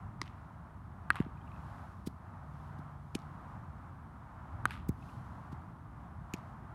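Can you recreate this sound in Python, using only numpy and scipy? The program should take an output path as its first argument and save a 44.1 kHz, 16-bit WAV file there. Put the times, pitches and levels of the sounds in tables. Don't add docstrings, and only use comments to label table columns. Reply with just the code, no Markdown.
import sys
import numpy as np
from scipy import signal
from scipy.fft import rfft, irfft
from scipy.io import wavfile
from scipy.ndimage import uniform_filter1d

SR = 44100
rng = np.random.default_rng(int(sys.argv[2]) if len(sys.argv) > 2 else 0)


def materialize(psi):
    bounded = np.clip(np.atleast_2d(psi).T, -1, 1)
    quanta = np.round(bounded * 32767).astype(np.int16)
    wavfile.write(sys.argv[1], SR, quanta)


N = 297234
T = np.arange(SR // 4) / SR
TIME = np.arange(N) / SR

# start_s, level_db, knock_hz, knock_rise_s, sweet (nearness to the sweet spot, 0-1); then, relative
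# to the hit's level, tick_db, push_db, ground_delay_s, scatter_db, scatter_tilt_db_per_octave,
# scatter_peak_s, wall_echo_db, wall_brightness_ratio
BAT_HITS = [(1.1034, -10, 1560, 0.00095, 0.2, -12.5, -19.5, .0045, -5.5, 0.5, 0.066, -5.5, 1.12),
            (4.6547, -13.5, 1400, 0.0007, 0.95, -5.5, -14, .0035, -4.5, 3.5, 0.073, -6, 1.34)]
# pitch_hz, level_db
TICK_COLOUR = [(1500, 6), (2600, 5.5), (4000, 6), (5200, -20), (7300, 1.5), (8800, 11.5), (11000, 4.5),
               (13000, -3), (16000, -22)]
# pitch_hz, level_db
SWISH_COLOUR = [(800, 12), (2400, -4.5), (4300, 2), (7000, -8.5), (9500, -10), (12500, -11.5), (16000, -22)]


def undb(db):
    return 10 ** (np.asarray(db) / 20)


def unit(x):
    return x / np.sqrt(np.mean(x ** 2))


def sized(x):
    return x / np.linalg.norm(x)


def add(out, s, x):
    i = int(round(s * SR))
    out[i:i + len(x)] += x[:max(len(out) - i, 0)]


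def colour(x, points):
    size = 8192
    hz, db = np.transpose(points)
    f = np.maximum(np.arange(size // 2 + 1), .5) * SR / size
    inside = np.interp(np.log(f), np.log(hz), db)
    edges = 40 * np.log10(np.minimum(f / hz[0], 1) * np.minimum(hz[-1] / f, 1))
    cepstrum = irfft(np.log(undb(inside + edges)))
    cepstrum[1:size // 2] *= 2
    cepstrum[size // 2 + 1:] = 0
    response = irfft(np.exp(rfft(cepstrum)))
    return signal.fftconvolve(x, sized(response))[:len(x)]


def tilted(points, tilt_db):
    return [(hz, db + tilt_db * np.log2(hz)) for hz, db in points]


def grains(envelope, spread_db):
    sizes = undb(spread_db * rng.standard_normal(len(envelope)))
    x = rng.standard_normal(len(envelope)) * sizes * envelope
    return x * np.linalg.norm(envelope) / np.linalg.norm(x)


def walk(rate):
    hold = int(SR / rate)
    steps = np.repeat(rng.standard_normal(N // hold + 1), hold)
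    smooth = uniform_filter1d(uniform_filter1d(steps, hold), hold)
    return 1.6 * smooth[:N]


def bump(t, s, spread_s):
    return np.exp(-.5 * ((t - s) / spread_s) ** 2)


def swells(events):
    return sum(undb(db) * bump(TIME, s, spread_s) for s, db, spread_s in events)


def snap(decay_s, crackle):
    tail = grains(np.exp(-T / decay_s) * (1 - np.exp(-2 * T / decay_s)), 2.3)
    return (T == 0) + crackle * sized(tail)


def knock(hz, rise_s):
    swell = (T / rise_s) ** 2 * np.exp(2 - 2 * T / rise_s)
    return swell * -np.sin(2 * np.pi * hz * T)


def thump(hz, low_hz, decay_s):
    rise_s, glide_s = 0.00059, 0.0039
    pitch = low_hz + (hz - low_hz) * np.exp(-T / glide_s)
    swell = (1 - np.exp(-T / rise_s)) * np.exp(-T / decay_s)
    push = -np.sin(2 * np.pi * np.cumsum(pitch) / SR) * swell
    return signal.sosfilt(signal.butter(6, 1.32 * hz, fs=SR, output="sos"), push)


def ring(modes):
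    tones = sum(undb(db - 60 * T / t60) * -np.sin(2 * np.pi * hz * T) for hz, db, t60 in modes)
    return tones * (1 - np.exp(-T / .0005))


def scatter(points, peak_s, swell_s, fade_s):
    split_hz, treble_fade = 3500, 0.67

    def wash(fade):
        return grains(np.exp(np.minimum((T - peak_s) / swell_s, (peak_s - T) / fade)), 5.5)

    body = colour(wash(fade_s), points)
    treble = colour(wash(fade_s * treble_fade), points)
    low = signal.sosfilt(signal.butter(2, split_hz, fs=SR, output="sos"), body)
    high = signal.sosfilt(signal.butter(2, split_hz, "high", fs=SR, output="sos"), treble)
    return sized(low + high)


def slap_back(db, brightness):
    # pitch_hz, level_db
    wall_colour = [(500, 2), (1000, 12.5), (1700, 11), (3100, -4), (4300, -18), (5600, -24), (8500, -17),
                   (16000, -52)]
    smear = snap(0.0009, 0.9)
    return undb(db) * sized(colour(smear, [(hz * brightness, d) for hz, d in wall_colour]))


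def hiss():
    # pitch_hz, level_db
    hiss_colour = [(3000, 4), (7300, -6), (9300, -0.5), (15500, -9)]
    return unit(colour(rng.standard_normal(N), hiss_colour)) * undb(-83)


def far_traffic():
    # time_s, level_db
    traffic_levels = [(0.0, -56.5), (0.77, -60), (1.2, -55.5), (3.79, -57.5), (4.11, -59), (4.52, -56),
                      (6.51, -56.5), (6.74, -55)]
    # pitch_hz, level_db
    traffic_colour = [(260, -39), (450, -13), (562, -9), (614, -5), (745, -1.5), (972, 0.5), (1250, -1.5),
                      (2660, -27), (4530, -38), (7280, -40), (15500, -53.5)]
    trim_db, waver_db, wavers_per_s = 0.25, 1.55, 6.39
    level_db = np.interp(TIME, *np.transpose(traffic_levels)) + trim_db + waver_db * walk(wavers_per_s)
    return unit(colour(rng.standard_normal(N), traffic_colour)) * undb(level_db)


def wind_rumble():
    # time_s, level_db
    wind_levels = [(0.0, -50.5), (0.39, -52.5), (0.71, -52.5), (1.18, -49), (2.21, -52), (2.59, -51),
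                   (2.98, -52.5), (3.4, -50), (4.13, -53.5), (4.71, -48), (5.78, -51), (6.74, -50.5)]
    # pitch_hz, level_db
    rumble_colour = [(13, -74), (22, -30), (27, -46), (35, -20), (46, -7.5), (75, 1), (152, -4), (217, -10),
                     (238, -12), (290, -15.5), (389, -24), (520, -36), (680, -60.5), (1140, -120)]
    trim_db, gust_db, gusts_per_s = 2, 0.57, 12
    level_db = np.interp(TIME, *np.transpose(wind_levels)) + trim_db + gust_db * walk(gusts_per_s)
    return unit(colour(rng.standard_normal(N), rumble_colour)) * undb(level_db)


def wind_buffets():
    # middle_s, level_db, spread_s
    pushes = [(.07, -44.5, 0.027), (.22, -41, 0.016), (2.72, -47, 0.016), (4.55, -46.5, 0.053),
              (4.68, -44, 0.024)]
    # pitch_hz, level_db
    buffet_colour = [(30, -49), (48, -12), (75, -2), (110, 2), (170, -22)]
    return unit(colour(rng.standard_normal(N), buffet_colour)) * swells(pushes)


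def far_engine():
    # time_s, level_db
    hum_levels = [(2.1, -87), (2.4, -52), (2.9, -49.5), (3.45, -53), (3.7, -59), (3.9, -92)]
    pitch_hz = 144.5 * (1 + 0.0069 * walk(4.15))
    tone = np.sin(2 * np.pi * np.cumsum(pitch_hz) / SR)
    return tone * undb(np.interp(TIME, *np.transpose(hum_levels)))


def field():
    return wind_rumble() + wind_buffets() + far_traffic() + far_engine() + hiss()


def bird():
    # middle_s, level_db, pitch_hz, half_width_s, rasp (0 clear - 1 raspy)
    chips = [(1.374, -68, 2900, .003, 0.9), (1.415, -63, 3150, .004, 0.4), (1.477, -60, 2400, .003, 0.6),
             (1.517, -55.5, 2450, 0.0011, .7), (1.542, -64, 2600, 0.0032, 0),
             (1.5625, -57.5, 2480, 0.0012, .7), (1.607, -62, 2400, .0016, .6),
             (5.027, -56, 2560, .003, 0.44), (5.092, -58, 2700, .003, 0.35)]
    # pitch_hz, level_db
    rasp_colour = [(1900, -18), (2450, 16), (3200, -5), (4100, -6), (5200, -30)]
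    lead_s, rise_hz_per_s = .015, 15000
    out = np.zeros(N)
    u = T - lead_s
    for s, db, hz, width_s, rasp in chips:
        swell = bump(u, 0, width_s)
        tone = swell * np.sin(2 * np.pi * (hz + .5 * rise_hz_per_s * u) * u)
        dry_rasp = colour(grains(swell, 2), rasp_colour)
        add(out, s - lead_s, undb(db) * ((1 - rasp) * tone + rasp * dry_rasp))
    return out


def infill_spray():
    # middle_s, level_db, spread_s
    sprays = [(1.74, -76, 0.21), (2.62, -79, 0.093), (3.26, -84, 0.31), (5.09, -75, 0.076),
              (5.28, -80, 0.18), (6.48, -83, 0.057)]
    # pitch_hz, level_db
    spray_colour = [(1500, 2), (3000, 11), (5500, 6), (8000, 1), (11500, 2), (15000, -11)]
    return colour(grains(swells(sprays), 4.1), spray_colour)


def turf():
    # time_s (the thump begins 4 ms before), thump_db, start_hz, final_hz, thump_decay_s,
    # swish_db, swish_tilt_db_per_octave, swish_spread_s
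    bounces = [(1.2053, -15, 340, 79.5, 0.0063, -67, 10, 0.0016),
               (1.266, -32.5, 346, 201, 0.0045, -86, -2, .003),
               (2.0748, -23, 360, 108, 0.005, -50, 4, 0.0053),
               (2.793, -35.5, 307, 131, 0.0082, -68, 1.5, 0.004),
               (4.8943, -19.5, 353, 73, 0.011, -51, 10, 0.0032),
               (5.53, -33, 288, 133, 0.0095, -59, -1, 0.0047)]
    lead_s = .02
    out = np.zeros(N)
    for s, db, hz, low_hz, decay_s, swish_db, tilt_db, swish_s in bounces:
        add(out, s - .004, undb(db) * thump(hz, low_hz, decay_s))
        tail = 0.074 * (T > lead_s) * np.exp(-T / 0.05)
        brush = grains(bump(T, lead_s, swish_s) + tail, 0.53)
        add(out, s - lead_s - .0034, undb(swish_db) * colour(brush, tilted(SWISH_COLOUR, tilt_db)))
        add(out, s - .0035, undb(db - 29) * knock(2130, rise_s=0.00079))
    return out


def catch_echoes():
    # start_s, level_db, brightness_ratio
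    echoes = [(.2305, -38, 2.6), (.2395, -41, 2.4), (.258, -42, 2.3), (.2615, -38, 1.5), (0.269, -36, 1.5),
              (.278, -32.5, 1.9), (3.19, -43, 4), (3.2, -48, 3.2), (3.219, -46, 3.2), (6.3655, -45, 3.3),
              (6.3735, -50, 4), (6.3835, -51, 5)]
    out = np.zeros(N)
    for s, db, brightness in echoes:
        add(out, s, slap_back(db, brightness))
    return out


def gloves():
    # slap_s, slap_db, slap_decay_s, thump_db, thump_final_hz, creak_db, early_noise_db, scatter_db
    catches = [(0.2159, -10.5, 0.00096, -33, 287, -28, -67, -32.5),
               (3.1514, -15.5, 0.00087, -18.5, 179, -26.5, -46.5, -37.5),
               (6.3376, -17.5, 0.0005, -22, 125, -23, -62, -37)]
    # pitch_hz, level_db
    mitt = [(500, -6), (1050, 11), (1550, 2), (2150, 8), (3000, -12), (3800, 2), (5400, -1), (6500, -10),
            (11000, -19), (16000, -42)]
    # pitch_hz, level_db
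    soft_glove = [(500, 1), (1000, -20.5), (1500, -2), (2400, 2.5), (4000, -1), (7200, -2.5), (9000, -9),
                  (11500, -10), (16000, -38)]
    # pitch_hz, level_db
    deep_pocket = [(600, -19), (1200, -2), (1750, 4), (2400, 10.5), (3600, -5), (5000, -4), (7000, -4),
                   (9500, -18), (12000, -11), (16000, -30)]
    # pitch_hz, level_db
    echo_colour = [(700, -30), (2000, 16.5), (3800, 6), (6000, -2), (11000, -12), (16000, -32)]
    lead_s, puff_s, creak_s = .005, .002, .005
    out = np.zeros(N)
    for catch, leather in zip(catches, (mitt, soft_glove, deep_pocket)):
        s, db, slap_s, thump_db, low_hz, creak_db, early_noise_db, echo_db = catch
        early_noise = grains(T / puff_s * np.exp(1 - T / puff_s), 4.4)
        add(out, s - lead_s, undb(early_noise_db) * colour(early_noise, SWISH_COLOUR))
        slap = sized(colour(snap(slap_s, 1.5), leather))
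        creak = sized(colour(snap(creak_s, 2.6), leather))
        add(out, s, undb(db) * slap + undb(creak_db) * creak)
        add(out, s + 0.00069, undb(thump_db) * thump(hz=343, low_hz=low_hz, decay_s=0.0029))
        add(out, s, undb(echo_db) * scatter(echo_colour, peak_s=0.045, swell_s=0.099, fade_s=0.087))
    return out


def bat_walls():
    # delay_s, level_db (relative to the strongest), brightness_ratio
    surfaces = [(.021, -22, 1.7), (.0285, -20, 1.5), (.043, -11, 0.9), (0.0535, 0, 1.15), (.057, -8, 0.95),
                (.06, -9, 1.05), (0.0645, -5, 1), (.0795, -14, 1.1), (.085, -11, 1.05), (.099, -8, 1.05),
                (.111, -9, 0.8), (.121, -16, 1.1), (.145, -21, 1.2)]
    wall_tick_db = -19
    bright_tick = [(hz, d) for hz, d in TICK_COLOUR if hz > 5000]
    out = np.zeros(N)
    for s, db, *_, echo_db, brightness in BAT_HITS:
        for delay_s, wall_db, wall_brightness in surfaces:
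            tick = undb(wall_tick_db + wall_db) * sized(colour(snap(.0005, .5), bright_tick))
            echo = slap_back(0, brightness * wall_brightness) + tick
            add(out, s + delay_s, undb(db + echo_db + wall_db) * echo)
    return out


def bat():
    # pitch_hz, off_sweet_spot_db, on_sweet_spot_db, fall_by_60_db_s
    modes = [(790, -46, -24, 0.021), (1280, -9, -15.5, 0.031), (1475, -19, -13, 0.018),
             (1860, -8, -29, 0.031), (2140, -21, -21, 0.022), (2600, -9.5, -19, 0.012),
             (3130, -33, -24, 0.022), (3605, -34, -27, 0.012), (4260, -16, -21, 0.0077),
             (6300, -33, -16, 0.0052)]
    # pitch_hz, level_db
    scatter_colour = [(500, -14), (1150, 16), (1700, 0.5), (3000, -3.5), (4300, -13), (6500, -24.5),
                      (11000, -28), (16000, -54)]
    knock_lag_s, ground_db = 0.00021, -16.5
    out = np.zeros(N)
    for s, db, hz, rise_s, sweet, tick_db, push_db, ground_s, scatter_db, tilt_db, peak_s, *_ in BAT_HITS:
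        wood = ring([(f, off_db + sweet * (on_db - off_db), t60) for f, off_db, on_db, t60 in modes])
        tick = undb(tick_db) * colour(snap(0.00083, 0.46), TICK_COLOUR)
        crack = knock(hz, rise_s)
        add(out, s, undb(db) * tick)
        add(out, s + knock_lag_s, undb(db) * (crack + wood))
        add(out, s + ground_s, undb(db + ground_db) * (crack + 0.48 * tick))
        add(out, s, undb(db + push_db) * thump(hz=340, low_hz=170, decay_s=0.0026))
        wash = scatter(tilted(scatter_colour, tilt_db), peak_s, swell_s=0.029, fade_s=0.056)
        add(out, s, undb(db + scatter_db) * wash)
    return out


def scene():
    background = field() + bird()
    play = infill_spray() + turf() + gloves() + bat()
    echoes = catch_echoes() + bat_walls()
    return (background + play + echoes)[None]


def record(dry):
    return signal.sosfilt(signal.ellip(8, .2, 70, 15900, fs=SR, output="sos"), dry)


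dry = scene()
out = record(dry)
materialize(out)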